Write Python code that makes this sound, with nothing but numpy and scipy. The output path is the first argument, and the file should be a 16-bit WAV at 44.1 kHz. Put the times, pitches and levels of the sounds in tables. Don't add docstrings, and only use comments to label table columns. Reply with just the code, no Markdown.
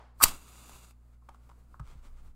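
import sys
import numpy as np
from scipy import signal
from scipy.io import wavfile

SR = 44100
rng = np.random.default_rng(int(sys.argv[2]) if len(sys.argv) > 2 else 0)


def int16_out(signal):
    q = np.round(np.clip(np.atleast_2d(signal).T, -1, 1) * 32767)
    wavfile.write(sys.argv[1], SR, q.astype(np.int16))


N = 103635
T = np.arange(N) / SR


def amp(db):
    return 10 ** (np.asarray(db) / 20)


def unit(x):
    return x / np.sqrt(np.mean(x ** 2) + 1e-20)


def value_at(points, hz):
    pitches, values = np.transpose(points)
    return np.interp(np.log(hz + 1), np.log(pitches + 1), values)


def loudness(points):
    times, db = np.transpose(points)
    return amp(np.interp(T, times, db)) * (T >= times[0]) * (T <= times[-1])


def add(mix, start_s, sound):
    part = mix[max(round(start_s * SR), 0):][:len(sound)]
    part += sound[:len(part)]


def colour(x, tone, size=8192):
    log_gain = np.log(amp(value_at(tone, abs(np.fft.fftfreq(size, 1 / SR)))))
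    spectrum = np.exp(np.conj(signal.hilbert(log_gain)))
    taps = np.fft.ifft(spectrum).real[:size // 2]
    return signal.fftconvolve(x, taps / np.linalg.norm(taps))[:len(x)]


def flutter(rate_hz, depth_db):
    steps = rng.standard_normal(N)
    return amp(depth_db * np.interp(T * rate_hz, np.arange(N), steps))


def clicks(per_s, spread_db):
    sizes = amp(spread_db * np.minimum(rng.exponential(1, N), 4))
    signs = rng.choice([-1., 1.], N)
    return unit(sizes * signs * (rng.random(N) < per_s / SR))


def ring(notes, rise_s):
    t = T[:SR // 3]
    sound = sum(amp(db - 60 * t / fade_s) * np.sin(2 * np.pi * hz * t) for hz, db, fade_s in notes)
    sound = sound * (1 - np.exp(-(t / rise_s) ** 2))
    return sound / abs(sound).max()


# pitch_hz, fade_s
ROOM_FADES = [(100, 0.25), (1000, 0.26), (4000, 0.18), (15000, 0.06)]
def room(x, echo_db, gap=22):
    echoes = np.zeros(SR // 2)
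    at = np.arange(gap * 8, len(echoes) - gap, gap)
    echoes[at + rng.integers(0, gap, len(at))] = rng.choice([-1., 1.], len(at))
    hz, t, bands = signal.stft(echoes, SR, nperseg=256)
    fade = amp(-60 * t / value_at(ROOM_FADES, hz)[:, None])
    tail = signal.istft(bands * fade, SR, nperseg=256)[1]
    return x + amp(echo_db) * signal.fftconvolve(x, tail / np.linalg.norm(tail))[:N]


# pitch_hz, level_db
HUM_NOTES = [(59.0, -56.5), (118.2, -68.5), (177.6, -83.5), (241, -76.5)]
# pitch_hz, boost_db
NOISE_TONE = [(20, 20.5), (60, 11.5), (130, 7), (250, 1.5), (450, -4), (800, -6.5), (1250, -6),
              (1800, -15.5), (2600, -18), (3200, -22.5), (4700, -20.5), (5600, -25), (7200, -19.5),
              (8600, -21), (10400, -22.5), (11300, -25), (12200, -24), (15500, -24)]
# time_s, boost_db
NOISE_CURVE = [(0, -16), (.17, 3.5), (.9, 0), (2.4, 0.5)]
def background(noise_db=-64):
    hum = sum(amp(db) * unit(np.sin(2 * np.pi * (hz * T + rng.random()))) for hz, db in HUM_NOTES)
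    noise = colour(rng.standard_normal(N), NOISE_TONE) * flutter(rate_hz=15, depth_db=3.0)
    return hum + amp(noise_db) * loudness(NOISE_CURVE) * noise


# pitch_hz, boost_db
GRIP_TONE = [(100, -12), (450, -4), (850, 1.5), (1400, -4.5), (2500, -15.5), (4500, -21.5), (8000, -30.5),
             (15500, -50)]
# middle_s, width_s, level_db
BRUSH_STROKES = [(1.138, 0.014, -77), (1.345, 0.019, -74.5), (1.44, .022, -75.5), (1.51, 0.019, -75),
                 (1.897, 0.036, -61.5), (1.988, 0.014, -71), (2.058, 0.019, -62), (2.13, 0.024, -78),
                 (2.187, 0.017, -68), (2.27, .03, -72.5)]
# pitch_hz, boost_db
TOUCH_TONE = [(100, 4.5), (700, 5), (1300, 8.5), (1750, -1.5), (2100, 3.5), (2600, -2.5), (3400, -2.5),
              (5400, -7.5), (8200, -5.5), (10500, -14), (15500, -17)]
# pitch_hz, boost_db
RUMBLE_TONE = [(5, -17.5), (14, 2), (26, -0.5), (45, -12), (130, -31), (220, -37), (600, -57.5),
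               (3000, -101)]
def handling(grip_db=-56.5, fade_db_per_s=113.5, rumble_db=-49.5, rumble_start_s=1.84):
    grip = colour(rng.standard_normal(N) * amp(grip_db - fade_db_per_s * T), GRIP_TONE)
    pressure = sum(amp(db) * np.exp(-((T - middle_s) / width_s) ** 2 / 2)
                   for middle_s, width_s, db in BRUSH_STROKES)
    brush = colour(clicks(per_s=3100, spread_db=2.5) * pressure, TOUCH_TONE)
    fade_in = np.clip((T - rumble_start_s) / .03, 0, 1)
    rumble = amp(rumble_db) * fade_in * unit(colour(rng.standard_normal(N), RUMBLE_TONE))
    return grip + room(brush, echo_db=-13.5) + rumble


# start_s, level_db, pitch_hz, fade_s, tick_boost_db
BOX_KNOCKS = [(1.222, -62.5, 1079, 0.032, -25), (1.2876, -43.5, 1087, 0.016, -19),
              (1.2908, -41, 943, 0.013, -9.5), (1.3455, -52.5, 1126, .018, -9.5),
              (1.4922, -54.5, 780, 0.017, -3.5), (1.4979, -51, 1050, 0.012, -9),
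              (1.508, -58, 944, 0.038, -13), (1.515, -53.5, 1120, 0.011, -11.5),
              (1.7426, -43.5, 1110, 0.0095, -31.5), (1.7958, -44.5, 1233, 0.014, -9.5),
              (1.7988, -43.5, 1059, 0.012, -10)]
# start_s, level_db
DESK_THUMPS = [(1.799, -34), (1.820, -41.5), (1.929, -52.5), (1.954, -46)]
# pitch_hz, boost_db, fade_s
DESK_NOTES = [(61.6, 9.5, 0.15), (118.5, 19.5, 0.048), (197, 4.5, 0.042), (403, -21, 0.08),
              (660, -24, 0.031)]
def knocks():
    taps, thumps, t = np.zeros(N), np.zeros(N), T[:SR // 3]
    for start_s, db, hz, fade_s, tick_boost_db in BOX_KNOCKS:
        notes = [(hz * 0.691, -8, fade_s), (hz, 0, fade_s), (hz * 1.17, -5, fade_s)]
        cardboard = ring(notes, rise_s=0.0013)
        tick = colour(rng.standard_normal(len(t)) * np.exp(-t / 0.0031), TOUCH_TONE)
        add(taps, start_s, amp(db) * (cardboard + amp(tick_boost_db) * tick))
    for start_s, db in DESK_THUMPS:
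        add(thumps, start_s, amp(db) * ring(DESK_NOTES, rise_s=0.0052))
    return room(taps, echo_db=-13) + thumps


# time_s, level_db
BURST_CURVE = [(.232, -61), (.246, -28), (.266, -35), (.276, -38.5), (.288, -34.5), (.296, -42),
               (.304, -51), (.335, -72), (.375, -81), (.43, -70)]
# time_s, level_db
FIZZ_CURVE = [(.25, -57), (.31, -46.5), (.35, -50.5), (.385, -57), (.44, -59), (.49, -56.5), (.57, -57.5),
              (.70, -56), (.79, -57), (.815, -61), (.84, -58), (.865, -62.5), (.91, -65.5), (.935, -86),
              (.97, -100)]
# start_s, level_db
FLAME_POPS = [(0.48, -59), (.556, -55.5), (.695, -46), (0.733, -54), (.848, -58), (.909, -55.5)]
# pitch_hz, boost_db
BURST_TONE = [(40, -6), (170, 3), (450, -7), (800, -1), (1200, 4), (1800, -7), (2600, -0.5), (3500, -2.5),
              (4900, -0.5), (5400, -4), (6400, -4.5), (7300, 1), (8400, 2), (8900, -4.5), (9800, -1),
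              (10900, -6.5), (12200, -2.5), (13600, -3), (14400, -4.5), (15600, -8)]
FIZZ_TONE = [(40, -0.5), (200, 6.5), (480, -2), (800, 1), (1300, 5), (1850, -10.5), (2200, -3),
             (2400, -5.5), (2700, 2.5), (3130, -10), (3450, -2), (4200, -4), (4480, -8), (4750, -0.5),
             (5280, -12), (6100, -4.5), (6600, -4), (7050, 2), (7550, -5.5), (7900, -1.5), (8600, -2),
             (9600, -7), (9900, -4.5), (10480, -15.5), (10900, -5), (11450, -2.5), (12000, -18),
             (12600, -6.5), (13800, -11), (14600, -12.5), (15050, -8), (15900, -14.5)]
POP_TONE = [(100, -7), (600, 2), (1200, 7.5), (1800, -0.5), (2700, 0.5), (4000, -9), (8000, -8),
            (15500, -14)]
# start_s, level_db, pitch_hz, fade_s
AIR_PUFFS = [(0.235, -29.5, 62, 0.072), (.243, -28, 13, 0.32)]
def flame():
    crackle = unit(rng.standard_normal(N) + amp(-3.5) * clicks(per_s=4000, spread_db=2.5))
    burst = colour(crackle * loudness(BURST_CURVE), BURST_TONE)
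    gas = unit(rng.standard_normal(N) + amp(-5.5) * clicks(per_s=3000, spread_db=4.0))
    flow = flutter(rate_hz=45, depth_db=1.5) * loudness(FIZZ_CURVE)
    fizz = colour(gas * flow, FIZZ_TONE)
    spurts, air = np.zeros(N), np.zeros(N)
    for start_s, db in FLAME_POPS:
        add(spurts, start_s, amp(db) * np.exp(-T[:SR // 20] / 0.0013))
    pops = colour(gas * spurts, POP_TONE)
    for start_s, db, hz, fade_s in AIR_PUFFS:
        add(air, start_s, -amp(db) * ring([(hz, 0, fade_s)], rise_s=.002))
    return room(burst + fizz + pops, echo_db=-18) + air


# start_s, level_db
HEAD_SLIPS = [(0.2025, -31), (0.21, -24), (0.2115, -20), (0.217, -23), (0.2195, -19), (0.2341, -25),
              (.2400, -19), (.2560, -23)]
# pitch_hz, boost_db, fade_s
BOX_NOTES = [(1100, -5.5, .016), (1222, -2.5, 0.015), (1431, -6.5, 0.01158), (2350, -21.5, .01)]
# time_s, level_db
SCRAPE_CURVE = [(.176, -88), (.183, -76), (.196, -60), (.206, -54), (.215, -40.5), (.2213, -41.5),
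                (.223, -25.5), (.2295, -21.5), (.2308, -14), (.2345, -20), (.237, -8), (.2402, -7.5),
                (.2445, -21), (.248, -38.5), (.262, -75.5)]
# pitch_hz, boost_db
SCRAPE_TONE = [(60, -22.5), (300, -11.5), (520, -15), (1150, -4), (1800, -15), (2200, -9), (3600, -11),
               (4250, -5), (4750, -1.5), (5300, -11), (6000, -6), (6600, -10.5), (7200, -2.5), (8500, -0.5),
               (9700, -4), (10450, -13.5), (11300, -1), (12500, -5.5), (13500, -3.5), (14800, -2.5),
               (15800, -17.5)]
def strike():
    chatter = np.zeros(N)
    for start_s, db in HEAD_SLIPS:
        add(chatter, start_s, amp(db) * ring(BOX_NOTES, rise_s=0.0018))
    grit = unit(clicks(per_s=11000, spread_db=0.5) + amp(-3.5) * rng.standard_normal(N))
    scrape = colour(grit * loudness(SCRAPE_CURVE), SCRAPE_TONE)
    return room(chatter, echo_db=-17.5) + room(scrape, echo_db=-23)


def scene():
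    return (strike() + flame() + knocks() + handling() + background())[None]


def record(dry):
    ceiling, highest_hz = .8, 15800
    rounded = dry / (1 + (dry / ceiling) ** 6) ** (1 / 6)
    treble_cut = signal.firwin(511, highest_hz, window=("kaiser", 9), fs=SR)
    return signal.oaconvolve(rounded, treble_cut[None], "same")


dry = scene()
out = record(dry)
int16_out(out)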